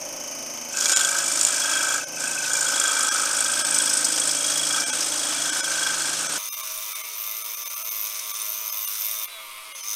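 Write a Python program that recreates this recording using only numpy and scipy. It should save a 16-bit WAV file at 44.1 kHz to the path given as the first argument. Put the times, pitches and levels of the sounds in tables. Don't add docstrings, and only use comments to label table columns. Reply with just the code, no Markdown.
import sys
import numpy as np
from scipy import signal
from scipy.fft import rfft, irfft, next_fast_len
from scipy.io import wavfile
from scipy.ndimage import uniform_filter1d

SR = 44100
rng = np.random.default_rng(int(sys.argv[2]) if len(sys.argv) > 2 else 0)


def to_wav(s):
    ch = np.atleast_2d(s).T
    pcm = np.round(np.clip(ch, -1, 1) * 32767)
    wavfile.write(sys.argv[1], SR, pcm.astype(np.int16))


def amplitude_ratio(level_db):
    exponent = np.asarray(level_db, float) / 20
    return 10 ** exponent


N = 438794
TIME = np.arange(N) / SR

STROKE_HZ, CHANGE_S = 26.6, 6.381
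NORMAL, FASTER = 1, 4
DEEP_S = 2.3

# time_s, pressure_db, looseness_of_piece_db
FEED = [(.8, -27, -3.5), (.92, -21, -5.5), (1.15, -25.5, -2.5), (1.44, -23.5, -12), (1.6, -24.5, -2.5),
        (1.95, -25, 3), (2.22, -27, -1), (2.42, -29.5, -2.5), (2.56, -23.5, -3), (3.2, -24, -3.5),
        (3.5, -24, -6), (3.82, -22, -5.5), (4.1, -23, -11), (4.6, -24, -16), (4.78, -24.5, -5.5),
        (5.1, -26, -14.5), (5.45, -26, -5.5), (6.33, -29.5, -6)]
# time_s, buried_share, dust_db
BURIED = [(.7, 0.23, -2.5), (1.6, 0.53, -1), (2, 0.25, -1.5), (2.2, 0.62, -3.5), (2.44, 0.37, -2.5),
          (2.56, 0.36, -4), (2.9, 0.53, -0.5), (3.7, 0.88, -3), (4.6, 0.68, -1.5), (5.2, 0.74, 1.5),
          (6.3, 0.55, 5)]
# centre_hz, width_hz, level_db
RASP_HIGH = [(7000, 230, 1.5), (7895, 240, 3.5), (8340, 350, 5), (8920, 710, 0), (9600, 500, -6)]
# centre_s, half_length_s, level_db
TWANGS = [(3.4, 1, -47.5), (5.7, 0.8, -44), (6.55, 0.086, -43), (6.85, 0.47, -50), (7.24, 0.1, -37),
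          (7.52, 0.27, -37), (7.83, 0.15, -37.5), (8, 0.15, -35.5), (8.6, 0.2, -37), (8.83, 0.11, -33),
          (9.08, 0.21, -37), (9.24, 0.03, -40)]
# start_s, peak_db
SNAGS = [(0.772, -9), (0.8099, -7), (0.8572, -2), (0.8876, -6), (0.895, -2), (0.921, -12), (0.9328, -8),
         (0.962, -1), (0.971, 0), (1.001, -12), (1.0092, -3), (1.048, -3), (1.0745, -12), (1.1136, -13),
         (1.374, -12), (1.412, -4), (1.45, 1.5), (1.485, -13), (2.533, -2), (2.568, -5), (2.6085, -4),
         (2.6876, -6), (2.799, 3.5), (2.8374, -2), (3.3684, -1), (3.406, 1), (3.7868, 1)]
# start_s, peak_db
MORE_SNAGS = [(0.9634, -8), (0.994, -17), (1.1687, -15), (1.187, -7), (1.28, -13), (1.321, -14),
              (1.3583, -15), (1.527, -13), (1.942, -18), (2.2057, -12), (2.6444, -14), (2.7616, -6),
              (2.878, -1), (2.9183, -3), (2.9926, -3), (3.031, -2), (3.0698, -4), (3.1433, -9),
              (3.4446, -5), (3.5184, -13), (3.6726, -9), (3.71, -6), (3.7454, 1), (3.8182, -13),
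              (3.9374, -7), (3.9734, -7), (4.1999, -3), (4.2752, -1), (4.3136, -11)]


def unit(x):
    return x / np.sqrt(np.mean(x ** 2) + 1e-20)


def curves(rows):
    s, *cols = np.transpose(rows)
    return [np.interp(TIME, s, c) for c in cols]


def wobble(rate):
    knots = rng.standard_normal(int(N * rate / SR) + 4)
    return np.interp(TIME * rate, np.arange(len(knots)), knots)


def bouts(rows):
    return sum(amplitude_ratio(db) * np.cos(np.pi / 2 * np.clip((TIME - s) / half, -1, 1)) for s, half, db in rows)


def filtered(x, response):
    m = next_fast_len(N + 8192)
    spectrum = rfft(x, m) * response(np.fft.rfftfreq(m, 1 / SR))
    return unit(irfft(spectrum, m)[:N])


def colour(points, speed=NORMAL):
    f, db = np.transpose(points)
    return lambda hz: amplitude_ratio(np.interp(np.log(hz + 1), np.log(f * speed), db))


def modes(table, speed=NORMAL):
    def peaks(f):
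        total = 0
        for k, (centre, width, db) in enumerate(table):
            damping = 1j * f * width
            total = total + (-1) ** k * amplitude_ratio(db) * damping / (centre * centre - f * f + damping)
        return total

    corner = 0.45 * speed * min(table)[0]
    return lambda hz: peaks(hz / speed) * (1j * hz / (1j * hz + corner)) ** 3


def scrape(crank, start, rise, fall, rest_db, scatter_db, grit, same=0):
    turn = crank - start + 4
    part = turn % 1
    strength = amplitude_ratio(scatter_db * rng.standard_normal(2000))[turn.astype(int)]
    gate = amplitude_ratio(rest_db) + strength * (1 - np.exp(-part / rise)) * np.exp(-(part / fall) ** 2)
    habits = rng.standard_normal((200, round(N / np.ptp(turn))))
    place = (part * habits.shape[1]).astype(int)
    age = turn / 7
    row, angle = age.astype(int), np.pi / 2 * (age % 1)
    habit = np.cos(angle) * habits[row, place] + np.sin(angle) * habits[row + 1, place]
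    fresh = np.exp(grit * rng.standard_normal(N)) * rng.standard_normal(N)
    share = np.clip(same, 0, 1)
    return gate * (np.sqrt(share) * habit + np.sqrt(1 - share) * fresh)


def struck(events, hz, t60, attack_s):
    out, t = np.zeros(N), np.arange(2600) / SR
    shape = amplitude_ratio(-60 * t / t60) * (1 - np.exp(-t / attack_s))
    for (s, db), (tune, phase) in zip(events, rng.standard_normal((len(events), 2))):
        tone = np.sin(2 * np.pi * hz * (1 + 0.0043 * tune) * t + 2 * phase)
        out[round(s * SR):][:len(t)] += amplitude_ratio(db) * shape / shape.max() * tone
    return out


def effort(feed, cuts, speed):
    enter_s, leave_s, clear_db = 0.1, 0.15, -21.5
    press_db, loose_db = curves(feed)
    inside = 0
    for a, b in cuts:
        inside = inside + np.clip(np.minimum((TIME - a) / enter_s, (b - TIME) / leave_s) * speed, 0, 1)
    return press_db + clear_db * (1 - inside), loose_db


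def cutting(crank, press_db, loose_db):
    # centre_hz, width_hz, level_db
    rasp_low = [(4310, 40, -15), (5176, 360, 0.5), (5586, 104, 5.5), (5950, 790, -1)]
    # centre_hz, width_hz, level_db
    rasp_fine = [(4330, 22, -4), (4520, 44, -10.5), (5215, 30, -6), (5180, 50, -2.5), (5570, 40, -1),
                 (6190, 50, -9.5), (6800, 37, -3), (7070, 39, 3.5), (7830, 44, -3.5), (8150, 45, -5.5),
                 (8810, 40, -2), (9210, 40, -20), (9340, 40, -18), (9680, 46, -1)]
    # centre_hz, width_hz, level_db
    guide = [(4290, 45, 0)]
    # frequency_hz, density_db
    dust_colour = [(180, -74), (300, -6.5), (392, -16.5), (1080, -9), (1510, -4.5), (2030, -13), (3290, -7),
                   (4150, -9.5), (8220, -5.5), (10600, -16.5), (16000, -33)]
    # time_s, level_db
    upstroke = [(.7, 0), (2, 0.5), (2.3, -5), (3.1, -1), (3.9, -4), (4.5, -2), (6.3, 7)]
    # time_s, lead_strokes
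    lead = [(.8, 0.068), (1.65, 0.32), (1.9, 0.24), (2.26, 0.33), (3.1, 0.12), (3.65, 0.1), (4.1, -0.065),
            (4.7, 0.11), (5.2, 0.065), (6.3, 0.12)]
    # start_s, peak_db
    plucks = [(0.8192, -25), (0.8583, -20), (0.8965, -31), (0.9725, -23), (1.0112, -24), (1.0487, -22),
              (1.0896, -27), (1.2377, -37), (1.3989, -28), (1.6213, -20.5), (1.6578, -23), (1.697, -22),
              (1.7346, -19.5), (1.773, -20), (1.8114, -20), (1.8498, -29), (1.8886, -24), (1.9272, -25),
              (2.6672, -21), (2.7422, -21), (2.776, -21), (2.8131, -19.5), (2.8565, -22), (2.889, -20),
              (2.9653, -22), (3.0041, -24), (3.0421, -32), (3.1189, -32), (3.2332, -24), (3.2707, -33),
              (3.4616, -29), (3.503, -32), (3.537, -24), (3.6033, -25), (3.6882, -29), (3.7275, -29),
              (3.802, -25), (4.0658, -24), (4.2155, -21), (4.2527, -25), (4.2908, -23), (4.3691, -23),
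              (4.407, -23), (4.4459, -22), (4.4826, -20), (4.52, -22), (4.5565, -19), (4.5943, -17),
              (4.633, -17.5), (4.6699, -21), (4.707, -18), (4.7443, -17), (4.7824, -21.5), (4.895, -26),
              (5.1194, -30), (5.1578, -28), (5.2331, -25), (5.304, -42), (5.4945, -28), (5.647, -28)]
    # start_s, peak_db
    clacks = [(0.7387, -29), (0.7628, -28), (0.8197, -35), (0.8651, -33), (0.886, -32), (0.9363, -30),
              (0.9778, -37), (1.0242, -35), (1.0801, -34), (1.2053, -33), (1.2292, -36), (1.4173, -37),
              (1.5321, -42), (1.6423, -35), (1.709, -30), (1.7331, -28), (1.7702, -32), (1.8059, -32),
              (1.9042, -35), (1.9242, -34), (2.008, -28), (2.1337, -33), (2.1675, -29), (2.234, -32),
              (2.2709, -23.5), (2.3153, -30), (2.3382, -34), (2.3761, -22), (2.415, -29), (2.45, -25)]

    low_share, usual_feed_db = 1, -26
    low_db = press_db + (low_share - 1) * (curves(FEED)[0] - usual_feed_db) - 30.5 - usual_feed_db
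    low = filtered(scrape(2 * crank, -.2, .1, 0.81, -16.0, 3.2, 0.24, same=0.27), modes(rasp_low))
    down = scrape(crank, .43, 0.061, 0.34, -37.0, 1.34, 0.51, same=0.41)
    up = scrape(crank, .92, 0.05, 0.29, -23, 0.94, 0.62, same=0.36)
    teeth = down + amplitude_ratio(curves(upstroke)[0]) * up

    buried, packed_db = curves(BURIED)
    buried = np.clip(buried, 0, 1)
    high = np.sqrt(1 - buried) * filtered(teeth, modes(RASP_HIGH[:1]))
    high -= np.sqrt(buried) * filtered(teeth, modes(RASP_HIGH[1:]))
    dust = filtered(scrape(2 * crank, -0.25, 0.081, 1.0, 3.0, 4.7, 0.42, same=0.24), colour(dust_colour))

    hum = amplitude_ratio(press_db + loose_db - 3.5) + bouts([(5.92, 0.16, -39), (6.26, 0.092, -41)])
    twang = amplitude_ratio(press_db - 18.5) + bouts(TWANGS)
    wood = hum * board(crank + curves(lead)[0], NORMAL) + twang * blade(crank, NORMAL)
    wood += amplitude_ratio(-3.0) * struck(plucks, hz=3317, t60=.05, attack_s=0.0015)
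    wood += amplitude_ratio(-3.5) * struck(clacks, hz=2590, t60=0.053, attack_s=.002)
    wood += bouts([(6.0, 0.5, -44.5)]) * filtered(teeth, modes(guide))
    wood += amplitude_ratio(press_db - 9.0) * filtered(teeth, modes(rasp_fine))
    wood += amplitude_ratio(low_db - 2.0) * low
    wood += amplitude_ratio(press_db - packed_db - 1.0) * high
    return wood + amplitude_ratio((low_db + press_db) / 2 + packed_db - 3.0) * dust


def cutting_fast(crank, press_db, loose_db):
    # centre_hz, width_hz, level_db
    rasp_top = [(3100, 17, -3), (3780, 59, -2.5), (3890, 33, -1.5)]
    # frequency_hz, density_db
    dust_colour = [(300, -70), (850, -53), (1450, -12.5), (1860, -22), (2290, -11.5), (4330, -13.5),
                   (6050, -1), (7300, -11.5), (8100, -10.5), (9150, -12), (11600, -9.5), (13200, -9.5),
                   (15700, -17)]
    top = filtered(scrape(crank, -.06, .03, .3, -8, 3, .2, same=.3), modes(rasp_top, FASTER))
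    dust = filtered(scrape(crank, -.1, 0.077, 1.0, -0.3, 4.6, 0.17, same=0.34), colour(dust_colour))
    twang = amplitude_ratio(press_db + 2) + bouts(TWANGS)
    wood = amplitude_ratio(press_db + loose_db + 2.0) * board(crank, FASTER) + twang * blade(crank, 3.96)
    top_level = amplitude_ratio(press_db - 7.5) + 0.32 * twang
    return wood + top_level * top + amplitude_ratio(press_db + 5.5) * dust


def board(crank, speed):
    # centre_hz, width_hz, level_db
    plate = [(1293, 56, -6), (1485, 24, -3), (1557, 26, 0), (1665, 45, -11)]
    # time_s, level_db
    sag = [(.8, -8.5), (1.1, -6), (1.8, -10), (2.4, -14), (3.1, -1), (3.8, -9.5), (4.8, -6.5), (5.5, -8),
           (6.2, -10)]
    drive = scrape(crank, .66, 0.12, 0.47, -14.5, 0.65, 0.19, same=0.54)
    upper = filtered(drive, modes(plate[1:], speed))
    lowest = filtered(drive, modes(plate[:1], speed))
    return unit(upper - amplitude_ratio(curves(sag)[0] + 2.5) * lowest)


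def blade(crank, speed):
    # centre_hz, width_hz, level_db
    strip = [(3325, 50, 0), (3655, 28, -11)]
    return filtered(scrape(crank, -0.09, 0.026, 0.15, -16.5, 0.66, 0.05, same=0.5), modes(strip, speed))


def snags():
    free_hz, rise_hz = 6070, 2290
    out, t = np.zeros(N), np.arange(900) / SR
    band = signal.butter(2, [2800, 9500], "band", fs=SR, output="sos")
    for s, db in SNAGS + MORE_SNAGS:
        hz = free_hz + rise_hz * np.interp(s, *np.transpose(BURIED)[:2])
        crack = .3 + .6 * np.exp(-((s - .95) / .2) ** 2)
        ring = np.sin(2 * np.pi * hz * t) * amplitude_ratio(-60 * t / 0.011)
        ring += crack * rng.standard_normal(len(t)) * amplitude_ratio(-60 * t / 0.012)
        ring = signal.sosfilt(band, ring * (1 - np.exp(-t / 0.00012)))
        out[round(s * SR):][:len(t)] += amplitude_ratio(db - 2.5 - 8 * (s > DEEP_S)) * ring / abs(ring).max()
    return out


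def tears():
    # start_s, peak_db
    late_snags = [(4.3523, -12), (4.3903, -15), (4.4242, -18), (4.4671, -3), (4.5039, -11), (4.5432, -17),
                  (4.5549, -13), (4.5763, -7), (4.6172, -12), (4.6515, -18), (4.6906, -18), (4.727, -18),
                  (4.8034, -10), (4.8806, -7), (4.93, -22), (4.953, -19), (5.0053, -9), (5.0416, -14),
                  (5.2697, -17), (5.2937, -12), (5.3645, -21), (5.528, -15), (5.5945, -10), (5.642, -12),
                  (5.7018, -9), (5.7945, -18), (5.828, -7), (5.9048, -12), (5.9407, -16), (6.0041, -8),
                  (6.018, -10), (6.056, -19), (6.0954, -19), (6.1343, -11), (6.1916, -9), (6.2276, -12),
                  (6.3169, -19), (6.3573, -23)]
    # start_s, peak_db
    nicks = [(1.0769, -17), (1.1143, -16), (1.1687, -17), (1.1841, -15), (1.243, -19), (1.2594, -15),
             (1.2819, -12), (1.3203, -14), (1.3587, -15), (1.3931, -13), (1.4101, -14), (1.4316, -11),
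             (1.4685, -9), (1.4859, -16), (1.8287, -15), (1.9419, -15)]
    gate, t = np.zeros(N), np.arange(1500) / SR
    for s, db in SNAGS + MORE_SNAGS + [(s, db + 2.0) for s, db in late_snags]:
        gate[round(s * SR):][:len(t)] += (s > DEEP_S) * amplitude_ratio(db - 60 * t / 0.024) * (1 - np.exp(-t / 0.00084))
    for s, db in nicks:
        gate[round(s * SR):][:len(t)] += amplitude_ratio(db + 11.0 - 60 * t / 0.023) * (1 - np.exp(-t / .0008))
    burst = gate * rng.standard_normal(N)
    return amplitude_ratio(-13.5) * np.std(burst) * filtered(burst, modes(RASP_HIGH[:4]))


def arm(crank, shake_db, speed):
    # centre_hz, width_hz, level_db
    beam_modes = [(2342, 28, 0), (903, 34, -3)]
    # centre_hz, width_hz, level_db
    clamp_modes = [(2570, 110, 0)]
    # centre_s, half_length_s, level_db
    rattles = [
        (.9, 0.35, -42),
        (1.7, 0.3, -32),
        (2.2, 0.33, -41),
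        (3.5, 1.1, -37.5),
        (6.05, 0.36, -48),
        (6.5, 0.32, -38),
        (7.7, 0.57, -45),
        (8.3, 0.12, -46),
        (9, 0.24, -56),
        (9.8, 0.094, -36),
    ]
    beam = filtered(scrape(crank, -.17, 0.058, 0.33, -9.0, 3.6, 0.4, same=0.45), modes(beam_modes, speed))
    blows = scrape(crank, 0.32, 0.014, 0.088, 4, 4.3, 0.24, same=0.23)
    blows += 0.91 * scrape(crank, .7, 0.023, 0.29, -32, 2.9, 0.2)
    clamp = filtered(blows, modes(clamp_modes, speed))
    return amplitude_ratio(shake_db) * beam + amplitude_ratio(-8.0) * bouts(rattles) * clamp


def machine(crank, hum, speed, noise_db, ring_db, tick_db, steady):
    # multiple_of_stroke_rate, level_db
    orders = [(3, -25.5), (4, -16), (5, -42), (6, -3), (9, -6.5), (10, -2), (11, 3), (12, -9), (13, -7),
              (14, -23), (16, -13.5), (18, -24), (19, -5.5), (20, -3.5), (21, -4), (22, -0.5), (23, -4),
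              (24, -25), (25, -25)]
    # frequency_hz, density_db
    motor = [(25, -37.5), (150, -12), (203, -19), (240, -3.5), (330, -3.5), (390, -16.5), (455, -14),
             (540, -3), (900, -6.5), (1810, -16), (2400, -7.5), (3980, -26), (6050, -5), (7670, -32.5),
             (12600, -18), (16000, -36)]
    # centre_hz, width_hz, level_db
    frame = [(570, 87, -4), (1280, 35, -17), (2170, 40, -14), (3030, 70, -10), (4550, 40, -15),
             (5050, 190, -11), (5615, 45, -3), (6013, 50, -4), (6200, 110, 1), (6310, 40, -4),
             (6490, 70, -6), (6695, 40, -7), (9290, 68, -10.5)]
    # centre_hz, width_hz, level_db
    link = [(3030, 56, 2.5), (6180, 1700, -5), (9530, 100, 3), (12500, 2000, -14.5)]
    # time_s, level_db
    grip = [(0, -16), (.8, -17), (1.3, -5), (2.2, -3), (3, -3.5), (4, 2), (5.2, 2), (6.37, -1.5),
            (6.4, -0.5)]

    low_db, = curves(hum)
    high_db = -45 + 0.37 * (low_db + 57)

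    def order_sum(rows):
        total = 0
        for k, db in rows:
            phase = k * crank + .0028 * k * wobble(9 * speed) + rng.random()
            total = total + amplitude_ratio(db + 2.5 * wobble(7 * speed)) * np.sin(2 * np.pi * phase)
        return total

    low = order_sum(orders[:4])
    high = amplitude_ratio(curves(grip)[0]) * order_sum(orders[5:8]) + order_sum(orders[4:5] + orders[8:])
    rush = filtered(scrape(crank, .33, 0.0095, 1.0, -1.3, 1.0, 0.2, same=steady), colour(motor, speed))
    ring = filtered(scrape(crank, .34, 0.072, 0.6, -2.5, 0.35, 0.13, same=0.73), modes(frame, speed))
    knocks = scrape(crank, .32, 0.02, 0.14, -44, 0.92, 0.1, same=0.33)
    knocks += 0.073 * scrape(crank, 0.076, .004, 0.034, -31, 1.1, 0.098, same=0.56)
    tick = filtered(knocks, modes(link, speed))
    tones = amplitude_ratio(low_db + 2.0) * unit(low) + amplitude_ratio(high_db - 1.0) * unit(high)
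    return tones + amplitude_ratio(noise_db) * rush + amplitude_ratio(ring_db) * ring + amplitude_ratio(tick_db) * tick


def housing(crank):
    # centre_hz, width_hz, level_db
    cover = [(9900, 73, -9), (11360, 120, 3), (11700, 32, -4), (12000, 38, -1), (12200, 90, 3),
             (12900, 52, -1), (13700, 67, -3), (14500, 100, -8)]
    return amplitude_ratio(-57.5) * filtered(scrape(crank, 0.3, .004, 0.25, -20, 1.5, .15, same=0.78), modes(cover))


def pin(crank):
    # centre_hz, width_hz, level_db
    link_pin = [(3020, 45, 0)]
    ring = filtered(scrape(crank, 0.33, .03, .4, -8, 2, .1, same=0.37), modes(link_pin, FASTER))
    return bouts([(9.5, 0.24, -51)]) * ring


def free_whine(crank):
    # time_s, level_db
    whine = [(9.25, -89), (9.28, -54), (9.38, -47), (9.45, -64), (9.75, -55), (9.8, -77)]
    # multiple_of_stroke_rate, level_db
    free_orders = [(6, -2), (11, -15), (14, -5), (19, -18), (20, -6), (21, -8), (22, 0), (31, 5), (35, 0),
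                   (41, -19)]
    song = 0
    for k, db in free_orders:
        song = song + amplitude_ratio(db + 3 * wobble(30)) * np.sin(2 * np.pi * (k * crank + rng.random()))
    song = amplitude_ratio(curves(whine)[0]) * (TIME < whine[-1][0]) * song
    return song + bouts([(9.65, .3, -53)]) * amplitude_ratio(2.5 * wobble(25)) * np.sin(2 * np.pi * 22 * crank)


def workshop_floor():
    # frequency_hz, density_db
    rumble = [(15, 6), (40, -26), (80, -11), (120, -40), (300, -58)]
    level_db = -68.5 - 1.8 * (TIME > CHANGE_S) + 4.0 * wobble(4.6)
    return amplitude_ratio(level_db) * filtered(rng.standard_normal(N), colour(rumble))


def scene():
    # time_s, lag_strokes
    lag = [(0, 0.021), (.5, -0.068), (.9, -0.11), (1.2, 0.019), (1.55, 0.037), (1.85, 0.14), (2.1, 0.093),
           (2.65, -0.15), (3, 0.0083), (3.2, 0.061), (3.7, 0.069), (4.5, 0.22), (5.3, 0.18), (5.8, 0.081),
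           (6.2, 0.13)]
    # time_s, lag_strokes
    lag_fast = [(6.4, -0.026), (6.55, -0.036), (6.8, 0.13), (7.15, 0.16), (7.5, -0.2), (8, -0.36),
                (8.5, -0.39), (8.8, -0.67), (9.0, -0.32), (9.25, -0.45), (9.29, -0.61), (9.35, -1.03),
                (9.4, -1.17), (9.45, -1.25), (9.7, -1.29), (9.95, -1.35)]
    # time_s, level_db
    hum = [(0.0, -64), (0.03, -61), (1.06, -67), (1.12, -62.5), (1.79, -63), (2.59, -57), (2.82, -68.5),
           (3.85, -57.5), (6.37, -58.5)]
    # time_s, level_db
    hum_fast = [(6.4, -58), (9.2, -59), (9.27, -67), (9.33, -67), (9.41, -56), (9.5, -62.5), (9.94, -65)]
    # time_s, pressure_db, looseness_of_piece_db
    feed_fast = [(6.4, -43.5, 5.5), (6.9, -41, -6.5), (7.1, -46, 4), (7.27, -44, -1.5), (7.6, -46.5, 7),
                 (8.4, -41, 0), (8.65, -45, 4.5), (9, -39, -2), (9.25, -42.5, 2), (9.79, -58, 17),
                 (9.89, -42, 7)]

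    crank = STROKE_HZ * TIME - uniform_filter1d(curves(lag)[0], size=4000)
    press_db, loose_db = effort(FEED, [(0.679, 2.11), (2.12, 7)], NORMAL)
    normal = cutting(crank, press_db, loose_db) + snags() + tears()
    normal += arm(crank, press_db + 0.58 * loose_db - 15, NORMAL)
    normal += machine(crank, hum, NORMAL, noise_db=-40.0, ring_db=-35.0, tick_db=-44.5, steady=0.62)
    normal += housing(crank)

    quick = FASTER * STROKE_HZ * TIME - uniform_filter1d(curves(lag_fast)[0], size=2000)
    quick += 0.0038 * wobble(40) + .015 * uniform_filter1d(wobble(14), size=1500)
    press_db, loose_db = effort(feed_fast, [(6, 9.28), (9.74, 11)], FASTER)
    fast = cutting_fast(quick, press_db, loose_db) + arm(quick, press_db + 2.5, FASTER)
    fast += machine(quick, hum_fast, FASTER, noise_db=-40.5, ring_db=-52.5, tick_db=-51.0, steady=0.48)
    fast += pin(quick) + free_whine(quick)
    return (np.where(TIME < CHANGE_S, normal, fast) + workshop_floor())[None]


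def held(x, t, count):
    size = abs(rfft(x * np.hanning(len(x))))
    tops = signal.find_peaks(size, distance=14)[0]
    prominence = size[tops] / uniform_filter1d(size, size=61)[tops] ** .9 / (1 + tops / 250)
    tops = tops[np.argsort(-prominence)[:count]]
    return np.sin(2 * np.pi * (np.outer(t, tops) * SR / len(x) + rng.random(count))) @ size[tops]


def bridged(x):
    # centre_s, length_s
    gaps = [(.95, .016), (2.058, .016), (3.103, .013), (3.637, .011), (4.852, .014), (4.917, .014),
            (5.513, .009), (5.621, .013), (6.282, .012), (6.508, .028), (6.559, .01), (6.623, .008),
            (6.943, .01), (7.028, .01), (7.434, .01), (7.562, .009), (7.647, .011), (7.691, .01),
            (7.754, .01), (7.839, .011), (7.903, .01), (8.33, .011), (8.714, .009), (8.864, .011),
            (9.269, .008), (9.738, .014), (9.823, .009)]
    out, t = x.copy(), (np.arange(2048) - 1024) / SR

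    def ramp(reach):
        return np.sin(np.pi / 2 * np.clip((reach - abs(t)) / 0.0039, 0, 1))

    side = np.clip(.5 + t / 0.042, 0, 1)
    for s, length in gaps:
        part = slice(round(s * SR) - 1024, round(s * SR) + 1024)
        around = x[part]
        tones = np.sqrt(1 - side) * held(around[:1024], t, count=6)
        tones += np.sqrt(side) * held(around[1024:], t, count=6)
        carried = amplitude_ratio(-5) * unit(tones) * np.std(around) * ramp(min(length / 2 + 0.012, .023))
        lost = min(0.66 + 9 * length, .99)
        out[part] = around * (1 - lost * ramp(length / 2 + 0.0055) ** 2) + carried
    return out


def roll_off(x):
    return signal.sosfilt(signal.butter(12, 16390, fs=SR, output="sos"), x)


def record(dry):
    spectrum, hz = rfft(bridged(dry[0])), np.fft.rfftfreq(N, 1 / SR)
    before = irfft(spectrum * (hz < 15500), N)
    after = irfft(spectrum * (hz < 15830), N)
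    mix = np.where(TIME < CHANGE_S, before, after)[None]
    return roll_off(mix)


dry = scene()
out = record(dry)
to_wav(out)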